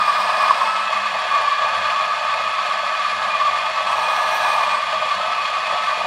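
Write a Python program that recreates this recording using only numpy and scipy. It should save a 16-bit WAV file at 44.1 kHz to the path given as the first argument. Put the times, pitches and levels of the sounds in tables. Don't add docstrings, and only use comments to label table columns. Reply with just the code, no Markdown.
import sys
import numpy as np
from scipy import signal
from scipy.fft import rfft, irfft
from scipy.io import wavfile

SR = 44100
rng = np.random.default_rng(int(sys.argv[2]) if len(sys.argv) > 2 else 0)


def store_pcm(level_fs):
    pcm = np.round(np.clip(level_fs, -1, 1) * 32767).astype(np.int16)
    wavfile.write(sys.argv[1], SR, np.atleast_2d(pcm).T)


N = 267510
TIME = np.arange(N) / SR


def amp(db):
    return 10 ** (np.asarray(db) / 20)


def unit(x):
    return x / np.sqrt(np.mean(x ** 2) + 1e-20)


def curves(rows):
    seconds, *columns = np.transpose(rows)
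    return [np.interp(TIME, seconds, column) for column in columns]


def add(mix, s, sound):
    part = mix[max(round(s * SR), 0):][:len(sound)]
    part += sound[:len(part)]


def wander(rate_hz):
    hz = np.fft.rfftfreq(N, 1 / SR)
    spectrum = rfft(rng.standard_normal(N))
    return unit(irfft(spectrum * np.exp(-(hz / rate_hz) ** 2), N))


def colour(x, spectrum, modes=(), size=8192):
    hz = abs(np.fft.fftfreq(size, 1 / SR))
    points_hz, points_db = np.transpose(spectrum)
    db = np.interp(np.log(hz + 1), np.log(points_hz), points_db)
    for centre, width, lift in modes:
        db = db + lift / (1 + (2 * (hz - centre) / width) ** 2)
    log_response = np.conj(signal.hilbert(np.log(amp(db))))
    response = np.fft.ifft(np.exp(log_response)).real
    return signal.oaconvolve(x, response[:size // 2])[:N]


def resonate(x, hz, width):
    turn = np.exp(2j * np.pi * np.cumsum(hz) / SR)
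    r = np.exp(-np.pi * width / SR)
    return 2 * (turn * signal.lfilter([1 - r], [1, -r], x / turn)).real


def fractures(per_s, spread_db, clump_db, clump_hz):
    size = amp(spread_db * np.minimum(rng.exponential(1, N), 4)) * rng.choice([-1, 1], N)
    happens = rng.random(N) < per_s / SR
    return unit(size * happens * amp(clump_db * wander(clump_hz)))


def kitchen(x, wet_db, t60):
    t = TIME[:SR // 2]
    taps = rng.standard_normal(len(t)) * (rng.random(len(t)) < .05) * (t > .003)
    tail = taps * np.exp(-np.log(1000) * t / t60)
    return x + amp(wet_db) * signal.oaconvolve(x, tail / np.linalg.norm(tail))[:N]


# start in seconds, pitch in Hz, level in dB, seconds to fade by 60 dB.
PING_NOTE = (4.345, 13124, -39, .22)


def ping():
    s, hz, db, t60 = PING_NOTE
    t = np.maximum(TIME - s, 0)
    return amp(db) * np.exp(-np.log(1000) * t / t60) * np.sin(2 * np.pi * hz * t)


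# time in seconds, hopper opening from 0 to 1.
LID_OPENING = [(0, .5), (.38, .62), (.66, .25), (.85, 0), (3.86, 0), (3.94, .4), (4.2, .8), (4.45, 1),
               (4.66, .3), (4.8, 0)]


def lid():
    return np.clip(curves(LID_OPENING)[0], 0, 1)


HOLLOW_HZ, HOLLOW_FALL_HZ_PER_S, HOLLOW_OPEN_HZ = 1066, 22.2, -110
HOLLOW_DB, HOLLOW_OPEN_DB = -16.5, -12
BRIGHT_HZ, BRIGHT_RISE_HZ_PER_S, BRIGHT_DB, BRIGHT_FALL_DB_PER_S = 4880, 200, -36, 2
# frequency in Hz, relative level in dB.
SPRAY_COLOUR = [(1500, -43), (4000, 19), (5500, -18), (6800, -10), (8000, -20), (9100, -9.5), (11000, -3),
                (12700, -9), (14000, -6), (15700, -10)]


def hopper(opening):
    hollow_hz = HOLLOW_HZ - HOLLOW_FALL_HZ_PER_S * TIME + HOLLOW_OPEN_HZ * opening
    bright_hz = BRIGHT_HZ + BRIGHT_RISE_HZ_PER_S * TIME
    hollow_db = HOLLOW_DB + HOLLOW_OPEN_DB * opening
    bright_db = BRIGHT_DB - BRIGHT_FALL_DB_PER_S * TIME
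    air = fractures(per_s=16000, spread_db=1.8, clump_db=2.1, clump_hz=45)
    hollow = resonate(resonate(air, hollow_hz, width=350), hollow_hz, width=330)
    bright = resonate(resonate(air, bright_hz, width=750), bright_hz, width=750)
    spray = colour(fractures(per_s=21000, spread_db=1.5, clump_db=2.0, clump_hz=35), SPRAY_COLOUR)
    rim_hz = 7950 + 550 * np.sqrt(opening)
    rim = resonate(resonate(air, rim_hz, width=820), rim_hz, width=820)
    resonances = np.sqrt(opening) * (amp(hollow_db) * unit(hollow) + amp(bright_db) * unit(bright))
    rim = amp(-48.5) * opening ** 0.1 * unit(rim)
    spray = amp(-38.5) * opening ** 0.91 * unit(spray)
    return resonances + rim + spray


def ringing(level_db, hz, width):
    centre = np.full(N, hz)
    blows = fractures(per_s=3000, spread_db=2.0, clump_db=3.8, clump_hz=50)
    ring = unit(resonate(resonate(blows, centre, width), centre, width))
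    ring = ring / np.hypot(1, abs(signal.hilbert(ring)))
    return amp(level_db) * unit(ring)


FUNNEL_OPEN_DB = 12.5
# time in seconds, level in dB with the lid on.
FUNNEL_RATTLE = [(0, -39), (1.0, -35), (1.8, -30), (2.4, -37.5), (3.2, -32.5), (3.6, -39), (6.07, -41)]


def funnel(opening):
    level_db = curves(FUNNEL_RATTLE)[0] + FUNNEL_OPEN_DB * opening
    return ringing(level_db, hz=1682.0, width=97)


BITE_SAG_HZ = 42.07
# time in seconds, whine pitch in Hz before caught beans drag it down.
DRIVE_PACE = [(0.0, 1221), (0.41, 1254), (0.67, 1296), (1.23, 1263), (1.53, 1189), (1.77, 1272),
              (2.34, 1244), (2.82, 1265), (2.86, 1255), (3.55, 1225), (3.88, 1311), (4.01, 1241),
              (4.61, 1236), (4.74, 1198), (5.19, 1287), (5.54, 1241), (5.77, 1287), (6.07, 1230)]


def drive_pitch(bite):
    return curves(DRIVE_PACE)[0] - BITE_SAG_HZ * bite


USUAL_HZ = 1286
OCTAVE_DB, OCTAVE_DB_PER_HZ = -34.5, -0.0042
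HUM_HZ, HUM_DB, HUM_OCTAVE_DB = 100.7, 1.5, 3
# time in seconds, level in dB.
WHINE_LEVEL = [(0, -19.5), (.1, -22), (.22, -26), (.42, -22.5), (.55, -22.5), (.72, -29.5), (1.0, -33.5),
               (1.6, -28), (1.85, -27), (3.3, -27.5), (3.53, -28.5), (3.88, -34), (4.0, -23.5),
               (4.3, -27.5), (4.6, -24.5), (5.05, -33), (5.22, -29), (6.07, -29.5)]
# time in seconds, low tone in dB, its octave in dB, both before the boost.
HUM_LEVELS = [(0.0, -61, -52), (0.64, -65, -56.5), (1.01, -57.5, -48), (1.54, -64, -70), (1.82, -52, -53.5),
              (2.18, -74, -59.5), (2.28, -54, -58), (2.99, -69, -60.5), (3.06, -55, -54), (3.36, -62, -59),
              (3.56, -53, -61), (3.73, -67, -57), (3.94, -50, -58), (3.95, -53, -73), (4.04, -65, -53),
              (4.36, -60, -65), (4.76, -59, -55), (6.07, -63, -62)]
# frequency in Hz, relative level in dB.
GEARBOX_COLOUR = [(1000, -4.5), (1220, -3), (1300, 3.5), (1390, -7.5), (2300, -14), (2450, -7), (2700, -1)]
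# centre in Hz, width in Hz, lift in dB (a minus is a dip).
HOUSING_MODES = [(374, 38, 8.5), (630.7, 27.3, 9), (718, 60, 5.5), (887, 30, 11), (921, 23, 3),
                 (1050, 43, 6), (1205, 55, 2), (1522, 42, 10), (1769, 117, 8), (1960, 22, 6.5),
                 (2153, 51, 5.5), (2441, 40, 6), (2976, 8.3, -5), (3276, 23, 10.5), (3385, 48, 7.5),
                 (3480, 82, 3.5), (4379, 60, 9.5), (4430, 76, 4), (6680, 110, 5), (7300, 360, 7.5),
                 (8470, 130, 12), (9690, 114, 14)]


def motor(hz):
    first_db, = curves(WHINE_LEVEL)
    second_db = OCTAVE_DB + OCTAVE_DB_PER_HZ * (hz - USUAL_HZ) + 2.4 * wander(rate_hz=5.1)
    jolting_hz = hz * (1 + 0.00918 * wander(rate_hz=40.4))
    mesh = 2 * np.pi * np.cumsum(jolting_hz) / SR
    mesh = mesh + 0.25 * wander(rate_hz=137)
    first = kitchen(amp(3.2 * wander(rate_hz=65)) * np.sin(mesh), wet_db=-12, t60=0.1)
    second = kitchen(amp(0.71 * wander(rate_hz=54)) * np.sin(2 * mesh), wet_db=-3, t60=0.36)
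    first = amp(first_db) * unit(colour(first, GEARBOX_COLOUR, HOUSING_MODES))
    second = amp(second_db) * unit(colour(second, GEARBOX_COLOUR, HOUSING_MODES))
    phase = 2 * np.pi * np.cumsum(HUM_HZ + 3.66 * wander(rate_hz=13.3)) / SR
    low_db, octave_db = curves(HUM_LEVELS)
    low = amp(low_db + HUM_DB) * np.sin(phase)
    octave = amp(octave_db + HUM_OCTAVE_DB) * np.sin(2 * phase)
    return first + second + (low + octave) * amp(3 * wander(rate_hz=18))


CHAMBER_DB, CHAMBER_BITE_DB, CHAMBER_DB_PER_HZ, CHAMBER_FALL_DB_PER_S = -27, 4.5, .03, .4


def chamber(hz, bite):
    level_db = CHAMBER_DB + CHAMBER_BITE_DB * bite + CHAMBER_DB_PER_HZ * (USUAL_HZ - hz)
    level_db = level_db + 3.14 * wander(rate_hz=26) - CHAMBER_FALL_DB_PER_S * TIME
    return ringing(level_db, hz=1149.7, width=69)


CRUSH_DB, CRUSH_BITE_DB = 2.5, 1
MILL_DB, MILL_BITE_DB, MILL_DB_PER_HZ, MILL_RISE_DB_PER_S = -27, 1.5, 0.0019, 0.0843
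# time in seconds, level in dB before CRUSH_DB is added.
COARSE_FEED = [(0.0, -30), (1.35, -31), (1.39, -28.5), (1.57, -33.5), (1.65, -27), (2.04, -32),
               (2.41, -28.5), (2.43, -32.5), (2.69, -30), (2.94, -32.5), (3.88, -30), (3.97, -28.5),
               (5.66, -32), (5.76, -26.5), (5.81, -33.5), (6.07, -27)]
# frequency in Hz, relative level in dB.
CRUSH_COLOUR = [(25, -66), (55, -33.5), (95, -26.5), (160, -24), (230, -21), (300, -33.5), (440, -22.5),
                (590, -3), (800, -5), (1000, -8), (1250, -2), (1400, -34.5), (3000, -65)]
# frequency in Hz, relative level in dB.
MILL_COLOUR = [(400, -39), (1000, 2), (1250, 2.5), (1400, -2.5), (1600, -1.5), (2200, 0.5), (2650, 1),
               (3800, -3), (4800, -8.5), (6200, -16.5), (7500, -22.5), (8800, -29.5), (11000, -29.5),
               (12200, -41), (14000, -39), (15700, -48)]


def burrs(hz, bite):
    crush_db = curves(COARSE_FEED)[0] + CRUSH_DB + CRUSH_BITE_DB * bite + 0.71 * wander(rate_hz=6.5)
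    mill_db = MILL_DB + MILL_BITE_DB * bite + MILL_DB_PER_HZ * (USUAL_HZ - hz) + MILL_RISE_DB_PER_S * TIME
    coarse = fractures(per_s=8000, spread_db=2.5, clump_db=1.63, clump_hz=49.5)
    coarse = colour(coarse, CRUSH_COLOUR, HOUSING_MODES)
    fine = fractures(per_s=12000, spread_db=1.65, clump_db=1.0, clump_hz=110)
    fine = kitchen(colour(fine, MILL_COLOUR, HOUSING_MODES), wet_db=-9.5, t60=0.057)
    return amp(crush_db) * unit(coarse) + amp(mill_db) * unit(fine)


BITE_LAG_S, BITE_WIDTH_S = 0.017, .04
# start in seconds, knock level in dB, ring in Hz, load on the burrs (about 1 for a hard bean).
BEAN_CRACKS = [(.09, -18, 1180, 1), (.433, -12, 1110, .7), (.460, -13, 1090, .5), (.507, -4.5, 1064, .5),
               (.615, -6.5, 1086, .3), (.630, -9.5, 1100, .2), (.927, -15, 1130, .7),
               (1.060, -15.5, 1160, .4), (1.352, -16, 1145, 1.2), (1.48, -18, 1150, .6),
               (1.625, -14, 1115, .8), (1.87, -20, 1150, 1.2), (2.009, -16, 1115, .7),
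               (2.711, -16, 1152, .9), (3.065, -18, 1140, .6), (3.433, -17, 1143, .8),
               (3.48, -20, 1150, .6), (3.906, -16, 1020, .3), (4.186, -15, 1200, .3), (4.45, -14, 1000, .2),
               (4.54, -15, 1034, .4), (4.607, -15, 1084, .6), (5.023, -14, 1150, .7), (5.114, -16, 1150, 1),
               (5.45, -21, 1150, .5), (5.71, -20, 1130, .6), (5.879, -17, 1156, 1.4)]


def cracks():
    out, t = np.zeros(N), TIME[:SR // 12]
    u = t / .003
    swell = u * np.exp(1 - u)
    band = signal.butter(2, [900, 3000], "band", fs=SR)
    noises = rng.standard_normal((len(BEAN_CRACKS), len(t)))
    for (s, db, hz, _), noise in zip(BEAN_CRACKS, noises):
        knock = swell * (np.sin(2 * np.pi * hz * t) + 0.083 * np.sin(2 * np.pi * 640 * t))
        snap = signal.lfilter(*band, noise) * np.exp(-t / 0.0032)
        add(out, s, amp(db) * (knock + 0.39 * snap))
    return kitchen(out, wet_db=-14, t60=.15)


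def bites():
    load_sum = np.zeros(N)
    for s, _, _, load in BEAN_CRACKS:
        load_sum += load * np.exp(-((TIME - s - BITE_LAG_S) / BITE_WIDTH_S) ** 2)
    return np.tanh(load_sum)


def scene():
    bite, opening = bites(), lid()
    hz = drive_pitch(bite)
    background = ping() + hopper(opening) + funnel(opening) + motor(hz)
    grinding = chamber(hz, bite) + burrs(hz, bite) + cracks()
    return (background + grinding)[None]


EDGE_HZ = 15720


def record(dry):
    low_pass = signal.firwin(1023, EDGE_HZ, window=("kaiser", 9), fs=SR)
    return signal.oaconvolve(dry, low_pass[None], "same")


dry = scene()
out = record(dry)
store_pcm(out)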